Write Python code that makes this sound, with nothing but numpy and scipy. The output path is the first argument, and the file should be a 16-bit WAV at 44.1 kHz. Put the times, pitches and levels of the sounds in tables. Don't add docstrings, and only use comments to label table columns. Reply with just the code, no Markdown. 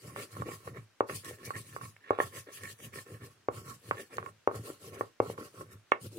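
import sys
import numpy as np
from scipy import signal
from scipy.fft import rfft, irfft, next_fast_len
from scipy.io import wavfile
from scipy.ndimage import uniform_filter1d, map_coordinates

SR = 44100
rng = np.random.default_rng(int(sys.argv[2]) if len(sys.argv) > 2 else 0)


def transcribe(u):
    v = np.clip(np.atleast_2d(u).T, -1, 1)
    q = np.round(v * 32767).astype(np.int16)
    wavfile.write(sys.argv[1], SR, q)


def volts_from_decibels(level):
    exponent = np.asarray(level, float) / 20
    return 10 ** exponent


N = 272566

# centre_hz, width_hz, left_db, right_db
THUD = [(315, 100, -6.5, -8), (400, 55.5, -2, -1.5), (468, 95, 1.5, 0), (563, 81, -0.5, -19),
        (784, 81, -8, -22), (990, 710, -6.5, -6.5)]
RING = [(1098, 51, -10, 4), (1327, 86, -5, -5)]
BRIGHT = [(1787, 135, 1, 5), (2169, 150, -7, -10), (2644, 69, -43, -9), (3300, 180, -18, -14.5)]
BOOM = [(108, 19.8, 10, 10), (143, 15, -20.5, -9)]
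# frequency_hz, left_minus_right_db
PORTS = [(2500, 0), (4400, -1), (8000, 1.5), (11500, 2.5), (13500, 14.5), (16000, 0.5)]


def rubbing():
    # frequency_hz, level_db (per Hz)
    grit = [(1600, -15.5), (2800, 4.5), (3600, -1.5), (4400, 4), (5300, 2), (6500, 1.5), (8700, 4),
            (11000, 2.5), (14500, -7.5), (16000, -5)]
    # time_s, bright_over_ring_db, ring_over_thud_db
    spot = [(0, 0.5, 1.5), (.5, 0.5, 0.5), (1, -5, 0.5), (1.4, 9, 1), (1.7, 7, 5), (1.9, -2.5, 6),
            (2.05, 17.5, 11.5), (2.18, -3.5, 21), (2.3, 3.5, 2.5), (2.6, 10, 6.5), (3.3, 3, -1.5),
            (3.6, -5.5, 2), (4, 14.5, -2.5), (4.5, -5.5, -9.5), (5, -1.5, -2.5), (5.5, -13, -8),
            (5.75, -2, 2), (6.18, -14, -25)]
    # lateness and pointedness (each 1) of a push, of a pull
    # and of a bite, dying_s, lingering_share (1)
    slide = (1.11, 0.91, 1.21, 1.1, 0.82, .45, 0.018, 0.66)
    press = (1.4, 0.42, 0.95, 0.97, 0.2, 0.58, .01, .7)
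    lean = (2.08, 0.98, 1, 0.38, 1.9, 0.37, 0.017, 0.63)
    hiss_db = strokes(slide, order=2)
    thud_db = strokes(press, order=3)
    boom_db = strokes(lean, order=4)
    spot_db, tilt_db = curves(spot)
    ring_db = thud_db + tilt_db
    shudder = wobble(45)

    grains = np.array([bumps(3500, spread_db=4.5, smooth=1.6) for port in range(2)])
    grains = patchy(grains * volts_from_decibels(0.43 * shudder), depth_db=3.03, size=12)
    hiss = unit(filtered(grains, lambda hz: volts_from_decibels(along(grit, hz)) * port_gain(hz)))
    hiss = volts_from_decibels(hiss_db + 0.03 + 2.5 * wobble(40)) * hiss

    contact = bumps(900, spread_db=3.0, smooth=0.72) * volts_from_decibels(1.8 * shudder)
    contact = unit(patchy(contact, depth_db=3.6, size=16))

    def force(hz):
        return 1 / (1 + (hz / 3300) ** 4) * 1j * hz / (150 + 1j * hz)

    def thud_response(hz):
        return force(hz) * modes(THUD, hz, lag_ms=0.15) / (1 + (hz / 650) ** 4)

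    def ring_response(hz):
        return force(hz) * modes(RING, hz, lag_ms=0.2) * hz ** 2 / (hz ** 2 + 800 ** 2)

    def bright_response(hz):
        return force(hz) * modes(BRIGHT, hz, lag_ms=0.47) * hz ** 4 / (hz ** 4 + 1400 ** 4)

    thud = filtered(contact * volts_from_decibels(thud_db + 15.5), thud_response)
    ring = filtered(contact * volts_from_decibels(ring_db + 19.5 - spot_db / 2), ring_response)
    ring += filtered(contact * volts_from_decibels(ring_db + 11 + spot_db / 2), bright_response)

    def boom_response(hz):
        high_pass = (1j * hz / (70 + 1j * hz)) ** 4
        return modes(BOOM, hz, lag_ms=0.076) * high_pass / (1 + (hz / 310) ** 2)

    ground = bumps(210, spread_db=1.5, smooth=0.79) * volts_from_decibels(1.9 * shudder + boom_db + 25)
    return hiss + thud + ring + filtered(ground, boom_response)


def strokes(shape, order):
    # start_s, length_s, speed_db, pressure_db, weight_db (on the ground)
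    push = [(-0.02, 0.16, -53, -52.5, -44), (0.265, 0.19, -56, -54.5, -43), (0.593, 0.1, -56, -53, -53),
            (1.064, 0.1, -47.5, -47, -47.5), (1.362, 0.15, -60, -52, -50.5), (1.628, 0.16, -55, -60, -48.5),
            (1.997, 0.24, -71, -61.5, -68), (2.175, 0.105, -46.5, -56.5, -47),
            (2.47, 0.16, -58, -58.5, -59), (2.775, 0.11, -51.5, -54.5, -46),
            (3.05, 0.12, -55.5, -52, -48.5), (3.5, 0.12, -53, -51.5, -43.5),
            (3.797, 0.149, -56.5, -58.5, -49.5), (4.093, 0.11, -56.5, -46, -51.5),
            (4.5, 0.1, -53.5, -42, -43), (4.785, 0.12, -54.5, -49, -49), (5.205, 0.13, -52, -43, -44.5),
            (5.525, 0.11, -55, -49, -48.5), (5.99, 0.081, -54.5, -54, -45)]
    pull = [(0.141, 0.11, -48.5, -42.5, -59), (0.442, 0.11, -47.5, -41, -47),
            (0.732, 0.074, -60.5, -48, -50), (1.222, 0.12, -52.5, -47.5, -55),
            (1.524, 0.075, -46, -47, -45), (1.791, 0.091, -49, -51, -46), (2.308, 0.1, -47.5, -50, -60),
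            (2.604, 0.12, -49.5, -50.5, -51.5), (2.918, 0.084, -46.5, -46, -55),
            (3.193, 0.092, -54, -47.5, -50), (3.626, 0.11, -48.5, -47.5, -51.5),
            (3.939, 0.096, -51.5, -43.5, -65.5), (4.198, 0.11, -61, -47.5, -53),
            (4.619, 0.098, -49.5, -43.5, -59), (4.899, 0.15, -54.5, -43, -55.5),
            (5.366, 0.11, -51, -41, -57.5), (5.675, 0.077, -61, -57, -54), (6.098, 0.12, -55, -49, -59)]
    bite = [(.158, .04, -56, -52, -52), (.362, 0.068, -94.5, -50, -48), (.672, .04, -63.5, -49.5, -39.5),
            (1.088, 0.026, -68.5, -35, -50), (1.145, 0.028, -42, -74, -49), (1.245, 0.023, -45, -56, -74),
            (1.448, 0.031, -49, -90, -68), (2.36, 0.029, -60.5, -59, -55), (2.462, 0.057, -73.5, -50, -76),
            (2.52, 0.046, -50, -66, -80), (3.29, .18, -82, -71.5, -72.5), (4.548, 0.015, -51, -52, -53.5),
            (4.69, 0.021, -54.5, -38, -60), (5.375, 0.023, -76, -43.5, -60.5),
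            (6.008, 0.012, -59, -62, -55)]
    *arch, dying_s, lingers = shape
    t, total = np.arange(N) / SR, np.zeros(N)
    for table, late, pointed in (push, *arch[:2]), (pull, *arch[2:4]), (bite, *arch[4:]):
        for row in table:
            start_s, length_s, level_db = row[0], row[1], row[order]
            part = slice(max(round(start_s * SR), 0), round((start_s + length_s) * SR))
            done = np.clip((t[part] - start_s) / length_s, 0, 1)
            total[part] += volts_from_decibels(level_db) * np.abs(np.sin(np.pi * done ** late)) ** pointed
    keep, lingers = np.exp(-1 / (dying_s * SR)), np.clip(lingers, 0, 1)
    lingering = signal.lfilter([1 - keep], [1, -keep], total ** 2)
    power = (1 - lingers) * total ** 2 + lingers * lingering
    return 10 * np.log10(power + 1e-12)


def knocks():
    # time_s, peak_db, centre_hz (of the blow), ring_db, hand_stone_db
    flat_blows = [(0.365, -33, 400, -12, -68), (0.418, -24.5, 525, -13, -19), (0.487, -31, 484, -20, -48),
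                  (0.673, -29.5, 343, -20, -44), (1.004, -9.5, 555, -26.5, -30),
                  (1.308, -35.5, 313, -47, -28), (2.104, -10, 450, -22.5, -48),
                  (2.185, -18.5, 510, -24.5, -20), (2.199, -11.5, 603, -22, -5),
                  (3.483, -14.5, 424, -24.5, -37.5), (4.137, -42, 343, -23, -3), (4.472, -9, 546, -31, -28),
                  (4.51, -27, 546, -25, -46), (5.007, -17, 462, -18.5, -18), (5.199, -8.5, 443, -30.5, -40),
                  (5.297, -26, 400, -38, -30), (5.607, -34, 337, -16, -45)]
    # time_s, peak_db, centre_hz, ring_db, slab_rim_db
    edge_blows = [(0.159, -27.5, 1110, -22, -12), (1.095, -27.5, 1070, -14, -2.5),
                  (1.244, -40, 1130, -2, -10), (1.503, -22.5, 1030, -12, -29),
                  (1.761, -25.5, 1010, -17, -15), (1.81, -32, 1260, -5, -12), (1.962, -42, 1420, -33, 18),
                  (2.936, -42, 1120, -3, -20), (3.908, -13.5, 1130, -20.5, -19),
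                  (4.18, -19.5, 1240, -18, -15.5), (4.225, -32, 1170, -17, -23),
                  (4.259, -29, 1110, 14, 17.5), (5.376, -33.5, 1110, -2, -6), (5.9168, -6, 970, -18.5, -5)]
    size = 8192
    out, f = np.zeros((2, N + size)), np.fft.rfftfreq(size, 1 / SR)
    edge = -1j * f / (900 + 1j * f) * np.exp(-(f / 3000) ** 4 - 2j * np.pi * f * 0.003167)
    low = modes(THUD, f, lag_ms=0.13)
    deep = modes(BOOM, f, lag_ms=0.14)
    ring = modes(RING, f, lag_ms=0.45) / (1 + (f / 1700) ** 4)
    stone = modes(BRIGHT[:1], f, lag_ms=0.58)
    rim = modes(BRIGHT[1:], f, lag_ms=0.43)
    rows = [(*row, -26) for row in flat_blows]
    rows += [(*row, rim_db - 5.5, rim_db) for *row, rim_db in edge_blows]
    for s, db, hz, ring_db, stone_db, rim_db in rows:
        pulse = -1j * f / hz * np.exp(-(f / (1.775 * hz)) ** 2 - 2j * np.pi * f * 0.003294)
        body = low + volts_from_decibels(-7) * (500 / hz) ** 2 * deep
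        bright = volts_from_decibels(ring_db + 25) * ring + volts_from_decibels(stone_db + 3.5) * stone
        bright = bright + volts_from_decibels(rim_db + 11.5) * rim + volts_from_decibels(rim_db - 9)
        blow = irfft(pulse * body + edge * bright)
        out[:, round(s * SR):][:, :size] += volts_from_decibels(db + 2.5) * blow / np.abs(blow).max()
    return out[:, :N]


def cracks():
    # time_s, peak_db, left_minus_right_db
    snaps = [(1.0064, -48, -2), (1.078, -66, -1), (1.2461, -46, 27), (1.964, -61.5, -0.5),
             (2.1058, -41, 1), (2.3884, -41, 7.5), (2.635, -34.5, -6), (3.485, -55, 0.5),
             (4.1688, -35, -3), (4.261, -51, 12), (4.4735, -46, 2.5), (4.5593, -38, 8),
             (5.202, -46.5, 4.5), (5.9172, -36, -11), (6.0139, -50, -5)]
    out, t = np.zeros((2, N + 400)), np.arange(400) / SR
    for s, db, pan_db in snaps:
        tick = rng.standard_normal((2, len(t))) * volts_from_decibels(-60 * t / 0.005)
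        sides_db = np.array([[0.5], [-0.5]]) * pan_db
        out[:, round((s + 0.001) * SR):][:, :len(t)] += volts_from_decibels(db + 4 + sides_db) * tick

    def colour(hz):
        return port_gain(hz) * hz ** 2 / (hz ** 2 + 2500 ** 2) / (1 + (hz / 11000) ** 4)

    return filtered(out[:, :N], colour)


def kitchen(x):
    # frequency_hz, t60_s
    decay = [(200, 0.23), (1000, 0.15), (3000, 0.15), (9000, 0.063)]
    out = np.zeros((2, N + SR))
    for start in range(0, N, SR // 4):
        shared, own = rng.standard_normal(SR // 3), rng.standard_normal((2, SR // 3))
        hz, t, z = signal.stft(shared + 0.85 * own, SR, nperseg=256)
        decayed = z * volts_from_decibels(-60 * t / along(decay, hz)[:, None])
        tail = signal.istft(decayed, SR, nperseg=256)[1]
        tail = tail * (1 - np.exp(-np.arange(tail.shape[1]) / SR / 0.0042))
        wet = signal.fftconvolve(x[:, start:start + SR // 4], tail / np.linalg.norm(tail[0]), axes=1)
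        out[:, start + 150:][:, :wet.shape[1]] += wet
    return out[:, :N]


def air():
    # frequency_hz, level_db (per Hz)
    density = [(30, -19.5), (100, -8.5), (400, -6.5), (900, -10), (1300, -7.5), (2500, -10.5), (6000, -15),
               (10000, -23.5), (16000, -30.5)]
    # frequency_hz, likeness (1)
    likeness = [(60, 0.49), (300, 0.45), (700, 0.13), (1500, 0.79), (4000, .05)]

    def mid_side(hz):
        turn = np.arccos(np.clip(along(likeness, hz), -1, 1)) / 2
        return volts_from_decibels(along(density, hz)) * [np.cos(turn), np.sin(turn)]

    mid, side = filtered(rng.standard_normal((2, N)), mid_side)
    return volts_from_decibels(-69 + 0.73 * wobble(12.0)) * unit(np.array([mid + side, mid - side]))


def modes(table, f, lag_ms):
    both = 0
    for c, w, left, right in table:
        both = both + volts_from_decibels([[left], [right]]) * 1j * f * w / (c * c - f * f + 1j * f * w)
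    return both * np.exp(-2j * np.pi * f * np.array([[lag_ms / 1e3], [0]]))


def port_gain(hz):
    return volts_from_decibels(along(PORTS, hz) * np.array([[0.5], [-0.5]]))


def bumps(per_s, spread_db, smooth):
    hit = rng.random(N) < per_s / SR
    size_db = spread_db * np.minimum(rng.exponential(size=N), 3.2)
    sizes = hit * rng.standard_normal(N) * volts_from_decibels(size_db)
    return unit(unit(sizes) + smooth * rng.standard_normal(N))


def wobble(rate):
    return map_coordinates(rng.standard_normal(int(N * rate / SR) + 4), [np.arange(N) * rate / SR])


def smooth_field(shape, across, size):
    field = uniform_filter1d(rng.standard_normal(shape), size=across, axis=0)
    return unit(uniform_filter1d(field, size=size, axis=1))


def patchy(x, depth_db, size):
    z = signal.stft(x, nperseg=256)[2]
    field = smooth_field(z.shape[-2:], 3, size)
    return signal.istft(z * volts_from_decibels(depth_db * field), nperseg=256)[1][..., :N]


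def curves(rows):
    s, *cols = np.transpose(rows)
    return [np.interp(np.arange(N) / SR, s, c) for c in cols]


def along(points, hz):
    f, v = np.transpose(points)
    return np.interp(np.log(hz + 1), np.log(f + 1), v)


def filtered(x, response):
    m = next_fast_len(N + 8192)
    return irfft(rfft(x, m) * response(np.fft.rfftfreq(m, 1 / SR)), m)[..., :N]


def unit(x):
    return x / np.sqrt(np.mean(x ** 2) + 1e-20)


def scene():
    blows = knocks() + cracks()
    rub = rubbing()
    return blows + rub + kitchen(volts_from_decibels(-16.5) * blows + volts_from_decibels(-22.5) * rub) + air()


def dropouts(x):
    hz, t, z = signal.stft(x, SR, nperseg=1024)
    field = smooth_field(z.shape[1:], 5, 7)
    likely = np.exp(-(np.log((hz + 1) / 4300) / 0.55) ** 2)[:, None]
    weak = np.abs(z).max(0) < volts_from_decibels(-60)
    gain = np.where(weak & (field * likely > 1.0), volts_from_decibels(-30), 1)
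    return signal.istft(z * gain, SR, nperseg=1024)[1][:, :N]


def low_pass(x):
    return signal.sosfilt(signal.butter(12, 16680, fs=SR, output="sos"), x)


def record(dry):
    mix = filtered(dropouts(dry), lambda hz: hz < 15830)
    return low_pass(mix)


dry = scene()
out = record(dry)
transcribe(out)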